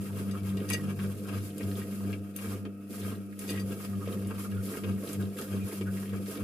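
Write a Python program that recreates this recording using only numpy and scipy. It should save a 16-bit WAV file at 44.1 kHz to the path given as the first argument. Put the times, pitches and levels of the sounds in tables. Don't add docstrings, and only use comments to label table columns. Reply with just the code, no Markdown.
import sys
import numpy as np
from scipy import signal
from scipy.fft import rfft, irfft, next_fast_len
from scipy.io import wavfile

SR = 44100
rng = np.random.default_rng(int(sys.argv[2]) if len(sys.argv) > 2 else 0)


def wav_out(sig):
    wavfile.write(sys.argv[1], SR, np.round(np.clip(np.atleast_2d(sig).T, -1, 1) * 32767).astype(np.int16))


N = 283563
TIME = np.arange(N) / SR
SLOW_TIME = TIME[::40]


def from_db(db):
    return 10 ** (np.asarray(db) / 20)


def rms_one(x):
    return x / np.sqrt(np.mean(x ** 2) + 1e-20)


def lasting(x, length_s):
    return x / np.sqrt(np.sum(x ** 2) / (length_s * SR) + 1e-20)


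def balance(left_db):
    return from_db(np.array([[.5], [-.5]]) * left_db)


def spread(left, right, alike):
    mid = np.sqrt(1 + alike) * (left + right)
    side = np.sqrt(1 - alike) * (left - right)
    return (mid + side * [[1], [-1]]) / 2


def add(track, s, sound):
    i = max(round(s * SR), 0)
    track[..., i:i + sound.shape[-1]] += sound[..., :max(N - i, 0)]


def swell(s, rise_s, fall_s):
    age = SLOW_TIME - s
    return np.exp(-(age / np.where(age < 0, rise_s, fall_s)) ** 2)


def drift(rate_hz):
    r = np.exp(-40 * np.pi * rate_hz / SR)
    slow = signal.lfilter([1], [1, -2 * r, r * r], rng.standard_normal(N // 20 + 4002))[4000:]
    return np.interp(np.arange(N) / 20, np.arange(len(slow)), rms_one(slow))


def grains(per_s, spread_db):
    sizes = from_db(spread_db * np.minimum(rng.exponential(1, N), 4)) * rng.choice([-1, 1], N)
    return rms_one(sizes * (rng.random(N) < per_s / SR))


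def tone(hz, lead=0):
    cycles = np.cumsum(hz + np.zeros(N)) / SR + rng.random()
    return np.sqrt(2) * np.sin(2 * np.pi * cycles + lead * np.array([[.5], [-.5]]))


def resonate(x, hz, width_hz):
    r = np.exp(-np.pi * width_hz / SR)
    feedback = [1, -2 * r * np.cos(2 * np.pi * hz / SR), r * r]
    return signal.lfilter(np.array([1, 0, -1]) * (1 - r * r) / 2, feedback, x + 1e-18)


def sing(force, hz, width_hz):
    turn = np.exp(2j * np.pi * np.cumsum(hz) / SR)
    poles = np.exp(-np.pi * width_hz * np.array([1, 4]) / SR)
    return np.real(turn * signal.lfilter([1], np.poly(poles), force / turn))


def colour(x, spectrum):
    hz, db = np.transpose(spectrum)
    size = next_fast_len(N)
    f = np.arange(size // 2 + 1) * SR / size + 1e-3
    gain = from_db(np.interp(np.log(f), np.log(hz), db)) / (1 + (hz[0] / f) ** 4)
    return rms_one(irfft(rfft(x, size) * gain, size)[..., :N])


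# frequency in Hz, relative spectral density in dB.
AIR_SPECTRUM = [(30, -10), (70, -34), (150, 13), (400, 2), (850, -58), (1250, 7), (2000, -22), (2600, -1),
                (4000, -45), (15000, -45)]

def cooling_air(level_db=-59.5):
    return from_db(level_db) * colour(spread(*rng.standard_normal((2, N)), alike=0.23), AIR_SPECTRUM)


def room(x, t60_s=0.083, wall_hz=5500):
    t = np.arange(SR // 2) / SR
    tail = rng.standard_normal((2, len(t))) * from_db(-60 * t / t60_s) * (t > .003)
    tail = signal.sosfilt(signal.butter(1, wall_hz, fs=SR, output="sos"), tail)
    return signal.fftconvolve(x, tail / np.sqrt(np.sum(tail ** 2) / 2), axes=1)[:, :N]


# frequency in Hz, bandwidth in Hz, relative gain in dB.
HOUSING_MODES = [(49.6, 8.6, -9.5), (125.5, 2.4, 2.5), (216.3, 12.7, 8), (285.6, 17.8, 6), (328, 73, 0),
                 (415, 46.5, 4.5), (442.6, 37.5, 3.5), (505.2, 40, -1), (653, 38, -9.5), (705, 5.8, -6),
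                 (890, 46, -8)]

def housing(force):
    return sum((-1) ** k * from_db(db) * resonate(force, hz, width)
               for k, (hz, width, db) in enumerate(HOUSING_MODES))


# frequency in Hz, relative gain in dB, time to decay by 60 dB
# in seconds, excess of left over right in dB.
PAN_MODES = [(1270, -6.5, 0.016, -23), (1255, -1.5, 0.02, 0), (1551, 2, 0.031, 6), (1677, -5, 0.033, -6),
             (1990, -11, 0.14, 14), (2290, -3.5, 0.035, 16), (2500, -13, 0.02, 17),
             (2690, -13, 0.012, 23.5), (3180, -12.5, 0.056, 32), (3470, -9, 0.18, 6), (4750, -16, 0.12, 21),
             (4980, -13, 0.093, 19), (6310, -5.5, 0.087, 20), (10430, -2.5, 0.025, -16)]

def pan_ring(force):
    return sum(from_db(db) * balance(left_db) * resonate(force, hz, np.log(1000) / np.pi / t60)
               for hz, db, t60, left_db in PAN_MODES)


def drive_rumble(rumble_db, boom_db=4.0, lump_db=1.5, top_hz=750):
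    force = spread(grains(1000, 1.0), grains(1000, 3.7), alike=0.94) * from_db(lump_db * drift(28))
    boom = signal.sosfilt(signal.cheby1(6, .5, top_hz, fs=SR, output="sos"), housing(force))
    return from_db(rumble_db + boom_db) * rms_one(boom) * balance(-1.9)


# centre in seconds, pitch in Hz, level in dB before the trim,
# length in seconds.
DRIVE_CHIRPS = [(0.351, 1276, -46, 0.034), (0.765, 1830, -56, 0.14), (1.006, 1200, -55, .03),
                (2.53, 1233, -46, 0.036), (3.125, 1250, -48.5, 0.03), (3.555, 1970, -48, 0.067),
                (4.023, 1200, -48, 0.048), (4.14, 1280, -47, 0.017), (4.315, 1230, -47, 0.025),
                (4.395, 1180, -47, 0.041), (4.453, 1240, -44.5, 0.027), (4.573, 1400, -49.5, .05),
                (4.788, 1260, -52.5, 0.044), (5.208, 1545, -50, 0.03), (5.394, 1370, -45, 0.012),
                (5.621, 2450, -52, 0.06), (5.88, 1512, -45, 0.053)]

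def drive_chirps(width_hz=100, slips_per_s=900, glide=0.035, rasp_db=-11.5, trim_db=-3.9):
    out, t = np.zeros((2, N)), np.arange(-SR // 12, SR // 12) / SR
    ring_delay_s = 1 / (np.pi * width_hz)
    for s, hz, db, length_s in DRIVE_CHIRPS:
        slips = rng.standard_normal(len(t)) * ((rng.random(len(t)) < slips_per_s / SR) + 0.29)
        slips *= np.exp(-2 * (2 * t / length_s) ** 2)
        bend = glide * rng.uniform(-1.9, 1) * np.tanh(2 * t / length_s)
        song = lasting(sing(slips, hz * (1 + bend), width_hz), length_s / 2)
        rasp = lasting(pan_ring(resonate(slips, hz, hz)), length_s)
        add(out, s + t[0] - ring_delay_s, from_db(db + trim_db) * (song + from_db(rasp_db) * rasp))
    return out * balance(-1.2)


# peak in seconds, rise of the buzz in seconds,
# added buzz in dB, rotor load in dB.
PADDLE_PUSHES = [(-0.004, 0.016, -40, -36), (0.141, 0.052, -38.5, -42), (0.308, 0.059, -39, -37.5),
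                 (0.445, 0.038, -39, -41), (0.57, 0.067, -39.5, -37.5), (0.73, 0.037, -37, -41),
                 (0.888, 0.06, -39, -37), (1.059, 0.089, -40, -42.5), (1.366, 0.055, -35.5, -40),
                 (1.656, 0.024, -35, -42), (1.749, 0.069, -40.5, -38), (2.07, 0.075, -38, -41),
                 (2.512, 0.07, -40.5, -41.5), (3.068, 0.062, -39.5, -41), (3.584, 0.077, -38, -36.5),
                 (3.946, 0.054, -39, -36), (4.089, 0.057, -46, -42.5), (4.233, 0.063, -39.5, -39),
                 (4.367, 0.051, -47, -52), (4.561, 0.05, -37, -33), (4.891, 0.046, -34.5, -35),
                 (5.202, 0.043, -33.5, -35), (5.545, 0.038, -35.5, -34), (5.641, 0.014, -40, -53.5),
                 (5.865, 0.063, -37.5, -32.5), (6.14, 0.048, -38.5, -37), (6.433, 0.024, -35, -36)]

def paddle_pushes(release_ratio=1.98, load_stretch=1.29):
    buzz, load = 0, 0
    for s, rise_s, buzz_db, load_db in PADDLE_PUSHES:
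        fall_s = release_ratio * rise_s
        buzz += from_db(buzz_db) * swell(s, rise_s, fall_s)
        load += from_db(load_db) * swell(s, load_stretch * rise_s, load_stretch * fall_s)
    return np.interp(TIME, SLOW_TIME, buzz), np.interp(TIME, SLOW_TIME, load)


# time in seconds, level in dB before the trim.
BELT_LEVELS = [(0.0, -59), (0.2, -39), (0.32, -64), (0.48, -48), (0.66, -49), (0.85, -44), (1.2, -53),
               (2.1, -57), (2.3, -67), (3.35, -76), (3.67, -52), (4.2, -58), (4.35, -60), (5.2, -57),
               (6.43, -60)]
# multiple of the buzz frequency, level in dB.
MAINS_HARMONICS = [(3, -51), (4, -71.5), (5, -69.5), (6, -69.5), (7, -73), (13, -79), (19, -83)]
# multiple of the drone frequency, level in dB relative to the load.
ROTOR_OVERTONES = [(3 / 2, -22), (2, -18.5)]
# time in seconds, dip of the drone in dB,
# half length in seconds.
RELEASES = [(0.394, 9, 0.017), (0.658, 11.5, 0.019), (0.787, 5.5, 0.031), (0.971, 16.5, .018),
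            (1.168, 16, 0.029), (1.44, 14, 0.03), (1.84, 7, 0.034), (2.154, 4.5, 0.029), (2.582, 13, 0.024),
            (2.786, 1.5, 0.05), (3.154, 8, 0.025), (3.76, 6, 0.016), (3.832, 4.5, 0.012),
            (4.017, 8.5, 0.025), (4.144, 9.5, 0.017), (4.335, 7.5, 0.024), (4.624, 4, 0.016),
            (4.754, 12, 0.026), (5.086, 11, 0.027), (5.43, 3.5, 0.038), (5.714, 7.5, .025),
            (6.336, 3, 0.029)]
BUZZ_HZ, BELT_HZ, IDLE_BUZZ_DB, IDLE_DRONE_DB = 100, 150.8, -53, -44
IDLE_HZ, SAG_HZ, FULL_LOAD_DB, SAG_LAG_S = 198.9, 5.5, -33, 0.029

def motor(push_buzz, load, trim_db=-2.0, race_hz_per_db=0.3, waver_hz=0.6,
          flutter_db=1.5, shake_db=-2.5, throb_db=1.66):
    effort = np.interp(TIME - SAG_LAG_S, TIME, load) / from_db(FULL_LOAD_DB)
    unrest = np.minimum(0.16 + 2 * effort, 1)
    dip_db = np.interp(TIME, SLOW_TIME, sum(db * swell(s, half_s, half_s) for s, db, half_s in RELEASES))
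    race_hz = race_hz_per_db * dip_db
    drone_hz = IDLE_HZ - SAG_HZ * effort + race_hz + waver_hz * unrest * drift(25.0)
    buzz_gain = (from_db(IDLE_BUZZ_DB) + push_buzz) * from_db(flutter_db * unrest * drift(23))
    buzz = buzz_gain * tone(BUZZ_HZ, lead=0.43 + 0.12 * drift(5.4))
    harmonics = sum(from_db(db + shake_db * unrest * drift(4.3)) * tone(k * BUZZ_HZ)
                    for k, db in MAINS_HARMONICS)
    drone_gain = from_db(IDLE_DRONE_DB) + from_db(trim_db) * load
    drone_gain *= from_db(throb_db * unrest * drift(7.4) - dip_db)
    drone = drone_gain * tone(drone_hz, lead=-.15 + 0.43 * drift(4.2))
    growl = sum(load * from_db(db + 3.1 * drift(29)) * tone(k * drone_hz) for k, db in ROTOR_OVERTONES)
    belt_db = np.interp(TIME, *np.transpose(BELT_LEVELS)) + trim_db + 3.4 * drift(2.5)
    belt = from_db(belt_db) * tone(BELT_HZ + 2.3 * drift(16.0))
    return (buzz + drone) * balance(0.95) + (harmonics + growl + belt) * balance(0.033)


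# start in seconds, level in dB before the trim, pitch in Hz.
PAN_KNOCKS = [(0.738, -34, 514), (0.772, -37, 409), (0.989, -38, 398), (1.048, -39, 487), (1.601, -37, 466),
              (2.442, -36, 436), (3.505, -39, 380), (3.541, -35, 409), (4.074, -30, 482), (4.158, -40, 396),
              (4.309, -33.5, 452), (4.714, -33, 409), (4.77, -33, 415), (4.837, -31, 398),
              (5.034, -32, 490), (5.2, -37.5, 455), (5.4, -34.5, 406), (5.726, -31.5, 409),
              (5.809, -31.5, 398), (6.13, -34, 444), (6.281, -35.5, 463)]

def pan_knocks(trim_db=-1.5, squash_s=0.0017, boom_db=-3.0):
    out, t = np.zeros(N), np.arange(SR // 10) / SR
    for s, db, hz in PAN_KNOCKS:
        thud = t ** 2 * np.exp(-t / squash_s) * np.sin(2 * np.pi * hz * t) / squash_s ** 2
        add(out, s, from_db(db + trim_db) * lasting(thud + from_db(boom_db) * housing(thud), 0.0042))
    return out * balance(-2.0)


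# frequency in Hz, bandwidth in Hz, relative gain in dB.
CLINK_MODES = [(1910, 36, 16.5), (2430, 126, 6), (2800, 60, 5), (3540, 77, 3), (4658, 67, 7), (4860, 47, 1),
               (5940, 47, -7.5), (6310, 50, 7.5), (8000, 44, 7.5), (9150, 45, -5), (9700, 130, 9),
               (11020, 69, 13.5), (12100, 130, 12)]
# start in seconds, relative level in dB, spectral centre
# in Hz, share of metal contact from 0 to 1, decay time in seconds.
CONTACTS = [(0.311, -33.5, 4620, 1, 0.0027), (0.571, -36, 4200, 0.8, 0.0046),
            (0.689, -28, 5300, 0.9, 0.0036), (0.701, -16, 9850, 0.1, 0.0041),
            (0.702, -25, 2230, 0.3, 0.0041), (0.718, -32, 3500, 0.6, 0.0022), (0.72, -27, 4700, 1, 0.0021),
            (0.728, -27, 6040, 0.9, 0.0025), (0.734, -14.5, 4340, 1, 0.00074),
            (0.735, -26, 10000, 0.6, 0.0057), (0.741, -30, 3480, 0.8, 0.0015),
            (0.743, -25.5, 1910, 0.84, 0.0018), (0.991, -35, 2560, 0.1, .002), (1, -39, 1700, 0, .003),
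            (1.044, -37, 1800, 0, .003), (1.317, -41, 2690, 0, 0.0018), (1.581, -27, 9100, 0, 0.0029),
            (1.607, -39, 2270, 0.1, .003), (1.803, -44, 2713, 0.25, 0.0021),
            (1.816, -37.5, 2200, 0.53, 0.0022), (2.129, -31.5, 2520, 0, 0.0041),
            (2.363, -18.5, 11100, 0.43, 0.0016), (2.359, -42, 2880, 0.3, .002),
            (2.389, -36, 2400, 0, 0.0036), (2.444, -39, 1700, 0, .003), (2.652, -37.5, 2270, 0.02, 0.0043),
            (3.048, -39, 1702, 0.02, .003), (3.099, -43, 2910, 0.2, .003), (3.326, -42, 1966, 0, 0.002),
            (3.391, -27, 9650, 0.15, 0.0055), (3.479, -36, 4570, 0.98, 0.0033),
            (3.491, -29.5, 3800, 0.9, 0.0043), (3.495, -32, 4784, 1, 0.0033), (3.502, -30, 4360, 1, 0.0041),
            (3.503, -25.5, 11500, 0.33, 0.0036), (3.514, -33, 3420, 0.7, 0.0033),
            (3.541, -47, 1920, 0.84, 0.0018), (3.56, -41, 3500, 1, 0.0033),
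            (3.575, -34, 2400, 0.54, 0.0036), (3.597, -36, 4800, 1, 0.0043),
            (3.719, -37.5, 2730, 0.27, 0.0027), (3.848, -42, 4300, 0.6, 0.004),
            (4.061, -38, 2000, 0.04, 0.0021), (4.076, -36, 3000, 0.1, 0.0024),
            (4.272, -33, 10060, 0.3, 0.0032), (4.31, -40, 2600, 0.34, .003),
            (4.515, -39.5, 2516, 0.12, 0.0027), (4.739, -33.5, 1906, 0.22, .002),
            (4.77, -33, 8000, 0.1, 0.0018), (4.771, -37, 2310, 0.07, 0.0045),
            (4.836, -35, 2800, 0.26, 0.004), (4.841, -37, 2530, 0.1, 0.0038), (5.09, -33, 5990, 0.6, 0.004),
            (5.13, -25, 10900, 0, 0.0046), (5.372, -37, 3350, 0.01, .003),
            (5.385, -31.5, 3460, 0.02, 0.0032), (5.388, -27, 9300, 0, 0.0037),
            (5.719, -45, 2006, 0, 0.0027), (5.811, -34.5, 2530, 0, 0.0044), (5.979, -42, 2566, 0.1, 0.0026),
            (6.132, -38, 1785, 0, 0.0031)]

def contact_ticks(crack_db=-12.0, ring_db=-5.0, clink_db=-3.5, first_db=-1.0, scuff_db=-13.0,
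                  cracks_per_s=3000, band_ratio=1.24, metal_takes=0.57):
    on_pan, on_metal, t = np.zeros((2, N)), np.zeros((2, N)), np.arange(SR // 20) / SR
    for s, db, hz, metal, decay_s in CONTACTS:
        cracks = (rng.random(len(t)) < cracks_per_s / SR) + from_db(scuff_db)
        volley = spread(*rng.standard_normal((2, len(t))), alike=0.32) * cracks * np.exp(-t / decay_s)
        volley[:, 0] += from_db(first_db)
        band = signal.butter(1, [hz / band_ratio, hz * band_ratio], "band", fs=SR, output="sos")
        force = from_db(db) * lasting(signal.sosfilt(band, volley), decay_s)
        add(on_pan, s, (1 - metal_takes * metal) * force)
        add(on_metal, s, metal * force)
    tick = from_db(crack_db) * on_pan + from_db(ring_db) * pan_ring(on_pan)
    clink = sum(from_db(db) * resonate(on_metal, hz, width) for hz, width, db in CLINK_MODES)
    return tick * balance(-0.57) + from_db(clink_db) * clink * balance(5.9)


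# peak in seconds, rise in seconds,
# then relative levels of crackle, rubbing and drive rumble in dB.
BALL_SLIPS = [(0.039, 0.033, -54, -56, -53), (0.192, 0.05, -54, -53.5, -53), (0.318, 0.11, -84, -60, -63),
              (0.477, 0.024, -54, -53.5, -67), (0.602, 0.052, -63, -50.5, -49),
              (0.738, 0.057, -51, -52, -49.5), (0.877, 0.039, -72, -52.5, -52.5),
              (1.036, 0.069, -62, -56.5, -60), (1.189, 0.17, -64, -98, -73),
              (1.327, 0.069, -89, -50, -52.5), (1.43, 0.096, -57.5, -101, -73),
              (1.613, 0.022, -57, -50, -53), (1.735, 0.099, -54.5, -58, -53),
              (1.965, 0.045, -55, -57.5, -71), (2.101, 0.079, -67, -60, -52),
              (2.423, 0.062, -55, -54.5, -82), (2.528, 0.057, -55, -55.5, -54.5),
              (2.67, 0.03, -84, -77, -45), (2.932, 0.052, -53, -71, -95), (3.071, 0.088, -53, -54, -51.5),
              (3.427, 0.095, -55, -65, -89), (3.536, 0.086, -55.5, -56, -51),
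              (3.709, 0.042, -57, -60, -48.5), (3.821, 0.05, -52, -56, -70), (3.95, 0.068, -61, -62, -69),
              (4.13, 0.061, -55.5, -55, -49.5), (4.311, 0.066, -62, -54, -57), (4.42, 0.035, -48, -61, -65),
              (4.653, 0.022, -49.5, -66, -72), (4.739, 0.058, -49.5, -54, -55),
              (4.892, 0.042, -70, -57.5, -48), (5.069, 0.073, -49.5, -54, -51),
              (5.219, 0.04, -60, -55, -54), (5.412, 0.051, -48.5, -57, -49),
              (5.551, 0.042, -58.5, -52, -52.5), (5.712, 0.078, -49.5, -56, -56.5),
              (5.998, 0.059, -52, -55, -70), (6.138, 0.049, -62, -56.5, -83),
              (6.308, 0.044, -48, -54.5, -53), (6.401, 0.045, -63, -51, -50)]
# start and end in seconds, depth from 0 to 1.
BALL_RESTS = [(2.132, 2.352, 0.36), (2.562, 2.903, 0.43), (3.134, 3.403, 0.35)]
# relative level while the ball rolls in dB,
# loss in dB for a rest of depth 1.
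ROLLING_LEVELS = [(-58, 20), (-63, 17), (-50.5, 15.5)]

def tumbling(slide_ratio=1.16, settle_s=0.075, catch_s=0.016):
    slips = sum(np.outer(from_db(levels_db), swell(s, rise_s, slide_ratio * rise_s))
                for s, rise_s, *levels_db in BALL_SLIPS)
    resting = 0
    for start, end, depth in BALL_RESTS:
        settled = np.clip((SLOW_TIME - start) / settle_s, 0, 1)
        resting += depth * settled * np.clip((end - SLOW_TIME) / catch_s, 0, 1)
    return [np.interp(TIME, SLOW_TIME, 20 * np.log10(from_db(roll_db) + slip) - rest_db * resting)
            for slip, (roll_db, rest_db) in zip(slips, ROLLING_LEVELS)]


# frequency in Hz, relative spectral density in dB.
RUB_SPECTRUM = [(600, 15.5), (830, 3.5), (1020, 8), (1220, 11), (1450, -0.5), (2050, -5), (2600, 0.5),
                (3400, -9), (4000, -40), (4800, -2), (8000, -48)]
PEEL_SPECTRUM = [(1500, 1), (3000, -2), (4200, -3.5), (4700, 0.5), (5550, -1.5), (6400, -0.5), (7400, 0.5),
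                 (9000, 3.5), (11300, 8.5), (12800, 5), (15000, -3)]

def dough_sliding(rub_db, crackle_db, rub_trim_db=-3.5, crackle_trim_db=0.16,
                  clump_db=3.5, snap_db=-10.5):
    clumps = from_db(clump_db * drift(22.3))
    slips = clumps * spread(grains(1800, 2.3), grains(1800, 0.27), alike=0.51)
    rub = from_db(rub_db + rub_trim_db) * rms_one(colour(slips, RUB_SPECTRUM) + rms_one(pan_ring(slips)))
    snaps = from_db(snap_db) * spread(grains(160, 7.0), grains(160, 2.4), alike=0.054)
    peel = np.sqrt(clumps) * (np.array([grains(13000, 3.3), grains(13000, 2.4)]) + snaps)
    crackle = from_db(crackle_db + crackle_trim_db) * colour(peel, PEEL_SPECTRUM)
    return rub * balance(2.4) + crackle * balance(-0.059)


def dough_smacks(level_db, trim_db=-9.5, spread_db=3.5, low_hz=1000, high_hz=4200,
                 sharpness=3.2, decay_s=0.0014, count=600):
    out, t = np.zeros((2, N)), np.arange(SR // 50) / SR
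    for when, shade, size, side in rng.random((count, 4)):
        hz = low_hz * (high_hz / low_hz) ** shade
        tear = rng.standard_normal(len(t)) * np.exp(-t / decay_s)
        smack = lasting(sing(tear, np.full(len(t), hz), hz / sharpness), decay_s)
        gain = from_db(spread_db * min(-np.log(size), 3))
        add(out, when * N / SR, gain * smack * balance(12 * (side - .5)))
    return from_db(level_db + trim_db) * rms_one(out)


# start in seconds, relative level in dB, initial cavity pitch in Hz.
WALL_SLAPS = [(0.096, -45.5, 920), (0.706, -40, 835), (0.988, -39, 1610), (1.044, -49, 1250),
              (1.095, -45, 1190), (1.251, -42.5, 1360), (1.313, -63, 1260), (1.603, -57, 1220),
              (2.653, -50.5, 930), (3.05, -44, 1273), (3.49, -49, 1300), (3.541, -45, 800),
              (3.614, -48, 1140), (3.72, -47, 1344), (3.798, -46, 1077), (3.927, -43, 1190),
              (4.082, -44, 1190), (4.306, -35.5, 1131), (4.52, -43.5, 1540), (4.741, -51, 1270),
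              (4.769, -53, 1140), (4.836, -43.5, 1140), (5.025, -48, 1146), (5.093, -42.5, 1320),
              (5.385, -38.5, 1216), (5.405, -45, 900), (5.72, -45.5, 950), (5.809, -46, 890),
              (6.13, -46, 1106), (6.341, -46, 1174)]

def dough_slaps(soft_s=0.0051, width_hz=200, glide_per_s=1.2, ring_db=-0.5, energy_s=0.00059):
    out, t = np.zeros((2, N)), np.arange(SR // 10) / SR
    for s, db, hz in WALL_SLAPS:
        push = rng.standard_normal(len(t)) * np.sqrt(t) * np.exp(-t / soft_s)
        hollow = lasting(sing(push, hz * np.exp(-glide_per_s * t), width_hz), energy_s)
        dull_push = signal.sosfilt(signal.butter(4, 1.56 * hz, fs=SR, output="sos"), push)
        ring = lasting(pan_ring(dull_push), 2 * energy_s)
        add(out, s, from_db(db) * (hollow + from_db(ring_db) * ring))
    return out * balance(-0.34)


def scene(room_db=-3.5):
    crackle_db, rub_db, rumble_db = tumbling()
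    dough = dough_sliding(rub_db, crackle_db) + dough_smacks((rub_db + crackle_db) / 2) + dough_slaps()
    contacts = dough + drive_chirps() + contact_ticks()
    air = cooling_air()
    machine = motor(*paddle_pushes()) + drive_rumble(rumble_db) + pan_knocks()
    return air + machine + contacts + from_db(room_db) * room(contacts)


def record(dry, cutoff_hz=15450):
    return signal.sosfilt(signal.ellip(10, .2, 80, cutoff_hz, fs=SR, output="sos"), dry)


dry = scene()
out = record(dry)
wav_out(out)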